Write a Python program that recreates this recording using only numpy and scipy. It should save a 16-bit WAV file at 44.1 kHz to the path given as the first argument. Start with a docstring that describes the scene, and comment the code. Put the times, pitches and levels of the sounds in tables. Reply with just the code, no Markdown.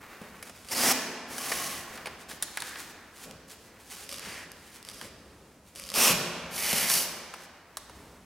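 """A worker undoes two hook-and-loop straps on a folded glider wing in a large hangar.
An earlier sound fades in the hall and shoes scuff on carpet; the first strap is picked at and rips open,
its hooks letting go as dense clicks. Its webbing rasps through the buckle and is tossed aside; fittings
clack and cloth rustles. The second strap is picked at, ripped open near 6 s, drawn out with a buzz and
tossed aside. A faint low hum sets in near the end. Throughout, the hall reverberates."""
import sys
import numpy as np
from scipy import signal
from scipy.fft import rfft, irfft
from scipy.io import wavfile

SR = 44100
rng = np.random.default_rng(int(sys.argv[2]) if len(sys.argv) > 2 else 0)


def unload_wav(signal):
    """Save mono or channel-first audio to the path in sys.argv[1] as 16-bit WAV at rate SR, clipped to [-1, 1]."""
    wavfile.write(
        sys.argv[1],
        SR,
        np.round(np.clip(np.atleast_2d(signal).T, -1, 1) * 32767).astype(np.int16),
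    )


N = 363813


def amp(db):
    """Amplitude ratio of a level in decibels."""
    return 10 ** (np.asarray(db) / 20)


def unit(x):
    """Normalisation to an rms of one."""
    return x / np.sqrt(np.mean(x ** 2) + 1e-20)


def read(points, hz):
    """Interpolation of (frequency, value) points on a logarithmic frequency axis."""
    f, value = np.transpose(points)
    return np.interp(np.log(hz + 1), np.log(f + 1), value)


def add(mix, start_s, sound):
    """Superposition: a sound joins the mix at its start time."""
    part = mix[max(round(start_s * SR), 0):][:len(sound)]
    part += sound[:len(part)]


def colour(x, points, size=2048):
    """Minimum-phase filtering: the spectrum is shaped while clicks keep their sharp fronts."""
    log_gain = np.log(amp(read(points, abs(np.fft.fftfreq(size, 1 / SR)))))
    taps = np.fft.ifft(np.exp(np.conj(signal.hilbert(log_gain)))).real
    return signal.oaconvolve(x, taps[:size // 2])[:len(x)]


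def resonate(x, hz, width_hz):
    """A damped resonance of unit gain whose frequency may move."""
    phasor = np.exp(2j * np.pi * np.cumsum(hz * np.ones(len(x))) / SR)
    pole = np.exp(-np.pi * width_hz / SR)
    return 2 * (phasor * signal.lfilter([1 - pole], [1, -pole], x / phasor)).real


def grains(count, per_s, spread_db):
    """Shot noise: random impulses of either sign, many small and a few large."""
    chance, size, sign = rng.random((3, count))
    size_db = spread_db * np.minimum(-np.log(size + 1e-12), 3)
    return unit((chance < per_s / SR) * amp(size_db) * np.sign(sign - .5))


def waver(count, per_s):
    """Random modulation: straight lines between Gaussian values."""
    knots = rng.standard_normal(4096)
    return np.interp(np.arange(count) * per_s / SR, np.arange(len(knots)), knots)


def stroke(length_s, crest, sag_db, fade_s):
    """Envelope of a movement: it peaks at the fraction crest of its length and sags to faded ends."""
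    t = np.arange(0, length_s, 1 / SR)
    from_crest = np.interp(t / length_s, [0, np.clip(crest, .02, .98), 1], [-1, 0, 1])
    edges = np.clip(np.minimum(t, length_s - t) / fade_s, 0, 1)
    return edges * amp(-sag_db * from_crest ** 2)


def air(level_db=-57, drift_db=2.8):
    """Ambient noise: the low murk of the hall, drifting in level."""
    # frequency_hz, gain_db
    spectrum = [(15, -37), (30, -12.5), (65, 3.5), (130, -4), (200, 0), (450, -6), (800, -10),
                (1500, -15.5), (3500, -22), (9000, -24), (16000, -33.5)]
    wash = unit(colour(rng.standard_normal(N), spectrum, size=8192))
    return wash * amp(level_db + drift_db * waver(N, per_s=6))


def hum(start_s=7.8, pitch_hz=52, level_db=-68, flutter_db=2):
    """Frequency and amplitude modulation make a faint low tone waver."""
    out = np.zeros(N)
    cycles = np.cumsum(pitch_hz + 2 * waver(N, per_s=7.74)) / SR
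    gain = amp(level_db + flutter_db * waver(N, per_s=6))
    add(out, start_s, gain * unit(np.sin(2 * np.pi * cycles)))
    return out


def hall(x, wet_db, build_s=0.0018):
    """Reverberation: dense echoes decay exponentially, and air absorption takes the treble first."""
    # frequency_hz, t60_s
    decay_times = [(100, 1), (500, 2.2), (1500, 2.2), (3000, 1.38), (5000, 1.15), (8000, 0.83),
                   (13000, 0.58)]
    # frequency_hz, gain_db
    spectrum = [(60, -8), (200, 8), (1000, 1), (3000, 3), (6000, 2.5), (10000, -2), (16000, -0.5)]
    hz, t, bands = signal.stft(rng.standard_normal(2 * SR), SR, nperseg=256)
    band_db = read(spectrum, hz)[:, None] - 60 * t / read(decay_times, hz)[:, None]
    bands *= amp(band_db) * (1 - np.exp(-t / build_s))
    tail = signal.istft(bands, SR, nperseg=256)[1]
    return amp(wet_db) * signal.fftconvolve(x, tail / np.linalg.norm(tail))[:N]


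def diffuse_field(sound, bursts):
    """Reflections add incoherently: the sound and each burst of clacks excite their own tails."""
    return hall(sound, wet_db=-7) + sum(hall(burst, wet_db=-14) for burst in bursts)


def grain_swells(swells, spectrum, gain_db, sag_db, per_s, spread_db, waver_db):
    """Modulated shot noise: fine impulses swell and fade, as when fibres catch and slip."""
    envelope = np.zeros(N)
    for start_s, length_s, crest, level_db in swells:
        add(envelope, start_s, amp(level_db + gain_db) * stroke(length_s, crest, sag_db, fade_s=.015))
    texture = grains(N, per_s, spread_db) * amp(waver_db * waver(N, per_s=25))
    return envelope * unit(colour(texture, spectrum))


def tail_and_scuffs():
    """The hall's fading tail of an earlier sound, then the friction of soles and trouser legs."""
    # the tail first, then the scuffs: start_s, length_s, crest_fraction, level_db
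    swells = [(0.0, 0.51, 0.017, -43.5), (1.8, 0.4, 0.32, -43.5), (2.2, 1.37, 0.18, -49.5),
              (3.6, 0.26, 0.84, -55), (4.6, 0.5, 0.91, -55), (7.3, 1.3, 0.46, -56.5)]
    # frequency_hz, gain_db
    spectrum = [(100, -7), (200, 1), (550, 0.5), (1100, 4), (1700, 2.5), (2400, 0), (3500, -9),
                (9000, -14.5)]
    return grain_swells(swells, spectrum, gain_db=-6, sag_db=9.5, per_s=3000, spread_db=2.5, waver_db=2.5)


def cloth():
    """Uneven friction: clothes and wing cover swish as the arms move."""
    # start_s, length_s, crest_fraction, level_db
    moves = [(0.1, 0.39, 0.9, -58), (0.425, 0.57, 0.1, -53), (1.82, 0.16, 0.74, -43.5),
             (2.18, 0.071, 0.62, -49), (2.28, 0.11, 0.38, -43), (2.42, 0.18, 0.35, -48),
             (2.55, 0.38, 0.2, -45), (3.1, 0.23, 0.82, -49), (3.47, 0.24, 0.25, -51.5),
             (3.79, 0.28, 0.75, -46.5), (4.53, 0.31, 0.45, -54.5), (4.86, 0.15, 0.76, -64),
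             (5.63, 0.14, 0.36, -56.5), (7.03, 0.038, 0.2, -36), (7.1, 0.082, 0.25, -58),
             (7.29, 0.19, 0.46, -53.5), (7.79, 0.52, 0.3, -66)]
    # frequency_hz, gain_db
    spectrum = [(120, -25), (200, -6), (509, -3), (601, -42), (696, -3.5), (883, -6), (968, -6.5),
                (1710, -6), (3370, -6.5), (9580, -7), (16000, -16)]
    return grain_swells(moves, spectrum, gain_db=-1, sag_db=10, per_s=5000, spread_db=5, waver_db=5.5)


def thumps(gain_db=1, rise_s=0.0017):
    """Cushioned impacts: footfalls on carpet and bumps on the padded wing carry little treble."""
    # start_s, peak_db, t60_s
    blows = [(0.214, -36, 0.033), (1.303, -41, 0.092), (1.905, -40, 0.038), (2.33, -44.5, 0.065),
             (2.618, -44.5, 0.069), (3.256, -42, 0.41), (4.268, -41.5, 0.044), (5.04, -44, 0.07),
             (5.967, -30, 0.11), (6.099, -27.5, 0.35), (6.726, -27.5, 0.068), (6.948, -39, 0.13)]
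    # frequency_hz, gain_db
    spectrum = [(40, -9), (90, -8.5), (180, 10.5), (300, -6), (550, 0.5), (1500, -30), (5000, -63)]
    out, t = np.zeros(N), np.arange(12000) / SR
    for start_s, peak_db, t60_s in blows:
        envelope = (1 - np.exp(-t / rise_s)) * amp(-60 * t / t60_s)
        blow = colour(rng.standard_normal(len(t)) * envelope, spectrum)
        add(out, start_s, amp(peak_db + gain_db) * blow / abs(blow).max())
    return out


def clacks(tick_gain_db=-2, crack_gain_db=2, knock_gain_db=8, ring_db=6, graze_s=0.0005, t60_s=0.041):
    """Hard impacts: buckles and fittings graze, meet with a tick, then chatter over a damped ring."""
    # contact_s, tick_db, ring_hz, crack_db, knock_db
    impacts = [(0.216, -45, 900, -55, -56), (0.427, -25, 2130, -39.5, -45.5), (0.496, -45, 636, -46, -48.5),
               (1.382, -16, 1450, -36, -42.5), (1.518, -24, 1940, -31.5, -30),
               (1.976, -17, 1570, -56, -45.5), (2.058, -34, 2210, -41.5, -38.5),
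               (2.07, -48, 830, -42, -38.5), (2.313, -28, 1530, -45, -43), (2.425, -9.5, 1740, -23.5, -39),
               (2.573, -4, 1610, -40.5, -34), (2.603, -24, 1450, -35, -57), (2.622, -5, 1600, -47.5, -40),
               (2.757, -26, 1620, -54, -42), (5.013, -19, 1290, -55, -44), (6.901, -4, 1600, -36, -34.5),
               (7.339, -39, 1050, -45.5, -42), (7.771, -13.5, 1100, -34.5, -41.5),
               (7.896, -38, 700, -54, -51)]
    # bright tick and crack: frequency_hz, gain_db
    crack_spectrum = [(1500, -20.5), (3800, 5), (5300, 1), (7000, 0.5), (10500, 5), (12500, -7),
                      (16000, -8)]
    # dull knock: frequency_hz, gain_db
    knock_spectrum = [(120, -31), (400, -3.5), (1700, -2.5), (3000, -3), (5000, -5), (12000, -64)]
    out, t = np.zeros(N), np.arange(-300, 6000) / SR  # contact at t = 0
    tick = colour(1. * (t == 0), crack_spectrum)
    envelope = amp(-60 * np.maximum(t, 0) / t60_s) * np.exp(np.minimum(t, 0) / graze_s)
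    envelope_rms = np.sqrt(np.mean(envelope ** 2))
    for contact_s, tick_db, ring_hz, crack_db, knock_db in impacts:
        chatter = envelope * grains(len(t), per_s=20000, spread_db=1.5)
        crack = amp(crack_db + crack_gain_db) * unit(colour(chatter, crack_spectrum))
        body = colour(chatter, knock_spectrum)
        body += amp(ring_db) * resonate(body, ring_hz, width_hz=550)
        knock = amp(knock_db + knock_gain_db) * unit(body)
        dull_db = min(crack_db - knock_db, 0)  # a dull knock has little tick
        contact = amp(tick_db + tick_gain_db + dull_db) * tick / abs(tick).max()
        add(out, contact_s + t[0], contact + envelope_rms * (crack + knock))
    return out


def buzzes(gain_db=-4, width_hz=750):
    """Narrow-band friction noise: a shoe scuff and rubbing webbing each give a fuzzy tone."""
    # the shoe first, then the webbing: start_s, length_s, crest_fraction, level_db, buzz_hz
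    rubs = [(2.59, 0.24, 0.41, -43.5, 1630), (4.22, 0.24, 0.73, -43.5, 1950),
            (6.562, 0.43, 0.45, -33, 2100), (7.339, 0.17, 0.28, -53.5, 1500)]
    out = np.zeros(N)
    for start_s, length_s, crest, level_db, buzz_hz in rubs:
        rub = stroke(length_s, crest, sag_db=7, fade_s=0.011)
        band = resonate(rng.standard_normal(len(rub)), buzz_hz, width_hz)
        buzz = resonate(band, buzz_hz, width_hz)
        add(out, start_s, rub * amp(level_db + gain_db) * unit(buzz))
    return out


def balance(x, treble_db, body_db, crossover_hz=3500):
    """A crossover splits treble from body so that each takes its own rms level."""
    body = signal.sosfiltfilt(signal.butter(4, crossover_hz, fs=SR, output="sos"), x)
    return amp(treble_db) * unit(x - body) + amp(body_db) * unit(body)


def slides(beam, treble_gain_db=-6, body_gain_db=-1.5, catch_db=1.33):
    """Stick-slip friction: webbing rasps over the buckle bar and drives the buckle's resonances."""
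    # one list of pulls a slide: start_s, length_s, crest_fraction, treble_db, body_db
    slide_pulls = [
        [(1.265, 0.6, 0.46, -30, -38)],
        [(4.161, 0.32, 0.36, -41, -44)],
        [(6.495, 0.425, 0.7, -23, -33.5), (6.85, 0.225, 0.31, -19, -34.5)],
    ]
    # one list a slide: frequency_hz, gain_db
    spectra = [
        [(59, -15), (100, -12), (197, -1.5), (302, -6), (335, -3.5), (433, -7), (784, 1), (910, -10), (1100, 3),
         (1330, -4.5), (2000, -2.5), (4110, -13.5), (4570, -17.5), (10000, -9.5), (16000, -16.5)],
        [(59, -28), (100, -15), (174, -2), (365, -12.5), (389, -4), (461, -9), (1800, -5), (1950, -7.5),
         (2990, -9), (9210, 0), (16000, -12)],
        [(59, -20), (100, -6.5), (135, -13), (197, -3.5), (302, -9), (524, -5), (818, -4.5), (891, -4),
         (2130, -5), (4110, -1.5), (4770, -1.5), (6990, 1.5), (10000, 7.5), (15000, 4), (16000, -25)],
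    ]
    # frequency_hz, width_hz, gain_db
    buckle_modes = [(788, 19, 2.5), (2990, 290, 2), (4650, 310, 8.5), (5500, 1400, 8.5), (10200, 1600, -9)]
    out = np.zeros(N)
    for pulls, spectrum in zip(slide_pulls, spectra):
        for start_s, length_s, crest, treble_db, body_db in pulls:
            pull = stroke(length_s, crest, sag_db=14, fade_s=.05)  # the hand speeds up, then slows
            rasp = grains(len(pull), per_s=14000, spread_db=3.5)
            rasp *= amp(catch_db * waver(len(pull), per_s=260))
            ring = sum(amp(db) * resonate(rasp, hz, width_hz) for hz, width_hz, db in buckle_modes)
            strap = colour(rasp + beam * ring, spectrum)
            add(out, start_s, pull * balance(strap, treble_db + treble_gain_db, body_db + body_gain_db))
    return out


def picking(crackle_gain_db=-3, strays_per_s=70, stray_over_db=14, stray_spread_db=6):
    """Elastic release: single hooks let go with a tick and a shiver of the tape, over a fine crackle."""
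    # fingers tugging at the hooks: start_s, length_s, level_db
    tugs = [(0.685, 0.031, -39.5), (3.901, 0.21, -52.5), (4.09, 0.1, -42), (4.857, 0.2, -49),
            (5.754, 0.19, -44.5)]
    # prominent single hooks: start_s, peak_db
    loud_snaps = [(0.648, -32), (0.693, -34), (3.311, -29), (4.092, -23.5), (4.126, -20.5), (4.195, -23),
                  (4.518, -27.5), (4.828, -32), (4.85, -31.5), (4.888, -22.5), (5.014, -28), (5.752, -33),
                  (5.89, -23), (5.902, -22), (5.918, -22), (5.941, -14)]
    # frequency_hz, gain_db
    spectrum = [(120, -28), (200, 0), (254, -9), (311, -19.5), (538, 1.5), (851, -15.5), (1100, -2),
                (1590, -7), (2860, -2.5), (4270, -7), (4770, 1), (7410, -7.5), (8580, -4), (11500, -6),
                (16000, -21.5)]
    out, strays = np.zeros(N), []
    for start_s, length_s, level_db in tugs:
        tug = stroke(length_s, crest=0.17, sag_db=2.5, fade_s=0.0007)
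        crackle = colour(grains(len(tug), per_s=1300, spread_db=3), spectrum)
        add(out, start_s, tug * amp(level_db + crackle_gain_db) * unit(crackle))
        for slot, (late, size) in enumerate(rng.random(size=(32, 2))):
            delay_s = (slot + late) / strays_per_s
            if delay_s < length_s:
                peak_db = level_db + stray_over_db + stray_spread_db * (2 * size - 1)
                strays.append((start_s + delay_s, peak_db))
    t = np.arange(1024) / SR
    for start_s, peak_db in loud_snaps + strays:
        shiver = .22 * rng.standard_normal(len(t)) * np.exp(-t / .0014)
        snap = colour((t == 0) + shiver, spectrum)
        add(out, start_s, amp(peak_db) * snap / abs(snap).max())
    return out


def rips(beam, treble_gain_db=-.5, body_gain_db=-1, clump_db=0.96, ring_db=6, catch_s=0.013):
    """Shot noise of tearing hooks thickens with the pull, while tension raises the strap's ring."""
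    # start_s, length_s, crest_fraction, treble_db, body_db, mean_ring_hz
    tears = [(0.706, 0.037, 0.45, -27.5, -31.5, 5300), (0.737, 0.19, 0.95, -24, -27, 5150),
             (5.003, 0.09, 0.15, -50.5, -47, 5150), (5.935, 0.196, 0.58, -21.5, -25, 5300)]
    # one list a rip: frequency_hz, gain_db
    spectra = [
        [(53, -54), (90, -3), (2090, -1), (4170, -14), (5300, -10), (5780, -14), (10100, -9), (16000, -17)],
        [(53, -54), (90, -20), (260, 1), (296, -5), (786, -3.5), (876, -4), (2230, -5.5), (3910, -6),
         (4750, -3), (10100, 1), (16000, -7)],
        [(53, -41), (90, -7), (284, -14), (457, -8), (786, -16), (2830, -19.5), (9510, -2), (16000, -17)],
        [(53, -65), (90, -34), (234, -2), (310, -9.5), (532, -4.5), (1750, -8), (2830, -5), (4080, -10),
         (6030, -8.5), (12600, -6), (16000, -18.5)],
    ]
    # one list a rip: frequency_hz, width_hz, gain_db
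    strap_modes = [
        [(800, 200, -4), (2000, 400, -2)],
        [(780, 160, -3), (1060, 120, -6), (2000, 350, -3)],
        [(2200, 350, -3)],
        [(1120, 300, 0), (2700, 380, 2), (8800, 600, -6)],
    ]
    out = np.zeros(N)
    for tear, spectrum, modes in zip(tears, spectra, strap_modes):
        start_s, length_s, crest, treble_db, body_db, mean_ring_hz = tear
        pull = stroke(length_s, crest, sag_db=8, fade_s=.001)
        pull *= 1 - np.exp(-np.arange(len(pull)) / SR / catch_s)
        hooks = grains(len(pull), per_s=26000 * pull, spread_db=2)
        hooks *= amp(clump_db * waver(len(pull), per_s=320))
        freed = amp(np.linspace(-7, 3, len(pull)))  # the modes grow louder as the strap comes free
        modal_ring = freed * sum(amp(db) * resonate(hooks, hz, width_hz) for hz, width_hz, db in modes)
        taut_hz = mean_ring_hz * (1 + 0.26 * (pull - pull.mean()))
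        taut_ring = amp(ring_db) * resonate(hooks, taut_hz, width_hz=750)
        strap = colour(hooks + beam * (modal_ring + taut_ring), spectrum)
        strap = balance(strap, treble_db + treble_gain_db, body_db + body_gain_db)
        add(out, start_s, np.sqrt(pull * pull.mean()) * strap)
    return out


def scene(lead_samples=0.14):
    """Coherence at two close microphones: direct sound is nearly alike in both, the hall less so."""
    # diffuse sound: frequency_hz, side_against_mid_db
    stereo_width = [(40, -19), (200, -25), (700, -14.5), (1400, -17.5), (2800, -10), (5500, -3), (9000, -6),
                    (14000, 6)]
    soft = picking() + thumps() + cloth() + tail_and_scuffs()
    bursts = [clacks() for _ in range(3)]  # a clack throws a different burst in each direction
    # directivity: beam weights the resonances, strong in one direction and weaker over the others
    direct = soft + rips(beam=1) + slides(beam=1) + buzzes() + bursts[0]
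    radiated = soft + rips(beam=.3) + slides(beam=.3) + .6 * buzzes()
    mid = direct + diffuse_field(radiated, bursts) + air() + hum()
    # direct sound reaches the left microphone slightly early, so the difference is its slope
    side = lead_samples * np.gradient(direct)
    side += colour(diffuse_field(radiated, bursts) + air(), stereo_width)
    return np.array([mid + side, mid - side])


def record(dry, cutoff_hz=16050):
    """Frequency response: the microphones differ slightly in sensitivity, and a low-pass follows."""
    # frequency_hz, left_minus_right_db
    mismatch = [(1500, 0), (2500, -0.1), (4400, -2.4), (8000, 0.1), (13000, -0.2)]
    tilt_db = read(mismatch, np.fft.rfftfreq(N, 1 / SR)) / 2
    heard = irfft(rfft(dry) * amp([tilt_db, -tilt_db]), N)
    low_pass = signal.firwin(511, cutoff_hz, window=("kaiser", 9), fs=SR)
    return signal.oaconvolve(heard, low_pass[None], "same")


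dry = scene()
out = record(dry)
unload_wav(out)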